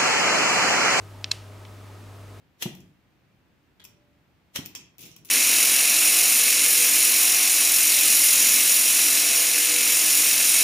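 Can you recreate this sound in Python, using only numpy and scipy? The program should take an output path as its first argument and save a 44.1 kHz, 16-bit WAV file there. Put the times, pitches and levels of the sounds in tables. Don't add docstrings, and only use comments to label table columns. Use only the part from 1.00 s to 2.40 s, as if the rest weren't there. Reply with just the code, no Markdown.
import sys
import numpy as np
from scipy import signal
from scipy.fft import rfft, irfft
from scipy.io import wavfile
from scipy.ndimage import uniform_filter1d

SR = 44100
rng = np.random.default_rng(int(sys.argv[2]) if len(sys.argv) > 2 else 0)


def generate_wav(signal):
    frames = np.transpose(np.atleast_2d(signal))
    scaled = np.clip(frames, -1, 1) * 32767
    pcm = np.round(scaled).astype(np.int16)
    wavfile.write(sys.argv[1], SR, pcm)


N = 61739

# frequency in Hz, relative level in dB.
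AIR_SPECTRUM = [(20, -14), (33, -5), (48, 6.5), (76, -3.5), (135, 2), (160, 0.5), (270, -1), (420, -2),
                (800, -5), (1280, -6), (1450, -9.5), (2300, -12.5), (4000, -17), (8000, -21.5),
                (12000, -24.5), (16000, -28.5)]
# frequency in Hz, side minus mid in dB.
AIR_WIDTH = [(40, -29), (150, -9.5), (400, -8.5), (1200, -9), (3000, -6.5), (6000, -9), (8500, -15),
             (11000, -40), (16000, -23)]
# frequency in Hz, rms level in dB.
FAN_PARTIALS = [(275, -62), (333, -65.5), (355, -85), (409, -63.5), (604, -65.5), (634, -65.5), (1272, -65)]
# centre in seconds, pitch in Hz, peak level in dB.
BACKGROUND_BLIPS = [(0.15, 903, -50), (0.215, 835, -51), (0.62, 923, -51), (0.90, 863, -49)]
# frequency in Hz, time to fall 60 dB in seconds.
ROOM_DECAY = [(500, 0.43), (2500, .38), (5000, 0.45), (9000, 0.24), (15000, 0.23)]
# frequency in Hz, relative level in dB.
ROOM_SPECTRUM = [(500, 13), (2500, 3.5), (4200, -4), (6000, -2), (8000, 3.5), (9500, 7.5), (15000, -1)]
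# frequency in Hz, relative level in dB.
CLICK_SPECTRUM = [(200, -34), (700, -24.5), (1000, -15), (1300, -15), (2000, -10), (2700, -3), (4200, -0.5),
                  (5800, -4.5), (7300, -9.5), (9000, -14.5), (10500, -14.5), (13000, -21.5), (14000, -18),
                  (16000, -39)]
# frequency in Hz, time to fall 60 dB in seconds,
# then dB over the bare click at the spot of the tick, of the snap and of the touch.
SURFACE_MODES = [(1610, 0.0097, -12, 15, -6), (2170, 0.014, -10.5, 16, 22), (2632, 0.018, 1, 16, 3.5),
                 (3130, 0.031, 1, -7, 15.5), (3440, 0.025, 0, 2, 11), (4040, 0.0065, -15, 18.5, 3),
                 (4310, 0.0037, -28, 17.5, -1), (4700, .018, -15, -7, -1), (5000, 0.0055, -16, 12.5, -4),
                 (5350, .013, -5, 12.5, 11), (5970, 0.0066, 1.5, 13.5, 5.5), (6540, 0.015, -28, 10, -6),
                 (7195, 0.0052, -22, 17, -6), (8220, 0.0085, -22, 15, -6), (10240, 0.0051, -7, 12, 0),
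                 (1030, 0.0089, -28, 4, -3)]
# landing in seconds, gain in dB, treble cutoff in Hz,
# build-up in seconds, scraping in dB relative to the blow.
TORTOISE_TAPS = [(0.2433, 6.5, 6370, 0.00015, -19), (0.3160, 5, 13900, .0012, 2.5),
                 (0.6513, -19.5, 4800, 0.00076, -5)]

AIR_DB, FAN_WAVER_HZ = -50, 5.25
HUM_HZ, HUM_DB, LEFT_OVER_RIGHT_DB = 100.05, -44, 1
BLIP_HALF_WIDTH_S = 0.0084
ROOM_DB, ROOM_DELAY_S, ROOM_WIDTH = -16.5, 0.007, 0.089
TUB_DB, TUB_DELAY_S, TUB_T60_S, TUB_WIDTH = -10.5, 0.00099, 0.016, 0.55
SLIPS_PER_S, SLIP_FADE_S = 6500, 0.0018
MODE_SCATTER = 0.15
BAND_LIMIT_HZ = 15850


def amp(db):
    return 10 ** (np.asarray(db) / 20)


def unit_rms(x):
    return x / np.sqrt(np.mean(x ** 2) + 1e-20)


def curve_at(points, hz):
    table_hz, value = np.transpose(points)
    return np.interp(np.log(hz + 1), np.log(table_hz + 1), value)


def add(mix, start_s, sound):
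    part = mix[round(start_s * SR):][:len(sound)]
    part += sound[:len(part)]


def coloured(x, points):
    hz = np.fft.rfftfreq(len(x), 1 / SR)
    return irfft(rfft(x) * amp(curve_at(points, hz)), len(x))


def causal_pulse(db):
    log_gain = np.log(amp(np.concatenate([db, db[-2:0:-1]])))
    return np.fft.ifft(np.exp(np.conj(signal.hilbert(log_gain)))).real


def stereo(mid, side):
    return np.array([mid + side, mid - side])


def fan_air():
    mid, side = (unit_rms(coloured(noise, AIR_SPECTRUM)) for noise in rng.standard_normal((2, N)))
    return amp(AIR_DB) * stereo(mid, coloured(side, AIR_WIDTH))


def hum_and_fan_tones():
    t = np.arange(N) / SR
    tones = amp(HUM_DB) * np.sin(2 * np.pi * (HUM_HZ * t + rng.random()))
    for hz, db in FAN_PARTIALS:
        waver_hz = FAN_WAVER_HZ * unit_rms(uniform_filter1d(rng.standard_normal(N), size=3000))
        cycles = np.cumsum(hz + waver_hz) / SR + rng.random()
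        tones += amp(db) * np.sin(2 * np.pi * cycles)
    balance = amp([[LEFT_OVER_RIGHT_DB / 2], [-LEFT_OVER_RIGHT_DB / 2]])
    return np.sqrt(2) * tones * balance


def blips():
    t = np.arange(N) / SR
    tones = np.zeros(N)
    for centre_s, hz, db in BACKGROUND_BLIPS:
        envelope = np.exp(-((t - centre_s) / BLIP_HALF_WIDTH_S) ** 2)
        tones += amp(db) * envelope * np.sin(2 * np.pi * hz * (t - centre_s))
    return tones


def room_tail(x, size=22050):
    hz, t, noise = signal.stft(rng.standard_normal((2, size)), SR, nperseg=256)
    colour = amp(curve_at(ROOM_SPECTRUM, hz))[:, None]
    decay = np.exp(-np.log(1000) * t / curve_at(ROOM_DECAY, hz)[:, None])
    tail = signal.istft(noise * colour * decay, SR, nperseg=256)[1][:, :size]
    tail *= np.arange(size) / SR > ROOM_DELAY_S
    mid, side = tail / np.linalg.norm(tail[0])
    return amp(ROOM_DB) * signal.fftconvolve(x[None], stereo(mid, ROOM_WIDTH * side), axes=1)[:, :N]


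def tub_reflections(x, size=2048):
    t = np.arange(size) / SR
    decay = np.exp(-np.log(1000) * t / TUB_T60_S)
    echoes = rng.standard_normal((2, size)) * (t > TUB_DELAY_S) * decay
    mid, side = echoes / np.linalg.norm(echoes, axis=1, keepdims=True)
    return amp(TUB_DB) * signal.fftconvolve(x[None], stereo(mid, TUB_WIDTH * side), axes=1)[:, :N]


def tortoise_tap(gain_db, cutoff_hz, build_s, scrape_db, modes_db, size):
    t = (np.arange(size) - size // 2) / SR
    swell = np.exp(np.minimum(t, 0) / build_s)
    since_blow = np.maximum(t, 0)
    slips = rng.choice([-1, 1], size) * (rng.random(size) < SLIPS_PER_S / SR)
    scrape = slips * swell * np.exp(-since_blow / SLIP_FADE_S)
    blow = t == 0
    vibration = blow + amp(scrape_db) * scrape / (np.linalg.norm(scrape) + 1e-9)
    for (mode_hz, t60, *_), db in zip(SURFACE_MODES, modes_db):
        envelope = swell * np.exp(-np.log(1000) * since_blow / t60)
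        lag_s = MODE_SCATTER * build_s * rng.standard_normal()
        ring = np.cos(2 * np.pi * mode_hz * (t - lag_s))
        vibration += amp(db) * 2 * envelope / envelope.sum() * ring
    hz = np.fft.rfftfreq(size, 1 / SR)
    softness_db = -10 * np.log10(1 + (hz / cutoff_hz) ** 10)
    click = causal_pulse(curve_at(CLICK_SPECTRUM, hz) + softness_db)
    direct = amp(gain_db) * signal.fftconvolve(vibration, click)[:size]
    into_room = np.roll(unit_rms(click), size // 2) * direct.std()
    return direct, into_room


def scene(tap_size=2048):
    close, into_room = np.zeros((2, N))
    modes_db_by_tap = np.transpose(SURFACE_MODES)[2:]
    for (landing_s, *contact), modes_db in zip(TORTOISE_TAPS, modes_db_by_tap):
        direct, room_click = tortoise_tap(*contact, modes_db, tap_size)
        start_s = landing_s - tap_size / 2 / SR
        add(close, start_s, direct)
        add(into_room, start_s, room_click)
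    tortoise = close + tub_reflections(close) + room_tail(into_room)
    return tortoise + fan_air() + hum_and_fan_tones() + blips()


def record(dry):
    lowpass = signal.firwin(511, BAND_LIMIT_HZ, window=("kaiser", 9), fs=SR)
    return signal.oaconvolve(dry, lowpass[None], "same")


dry = scene()
out = record(dry)
generate_wav(out)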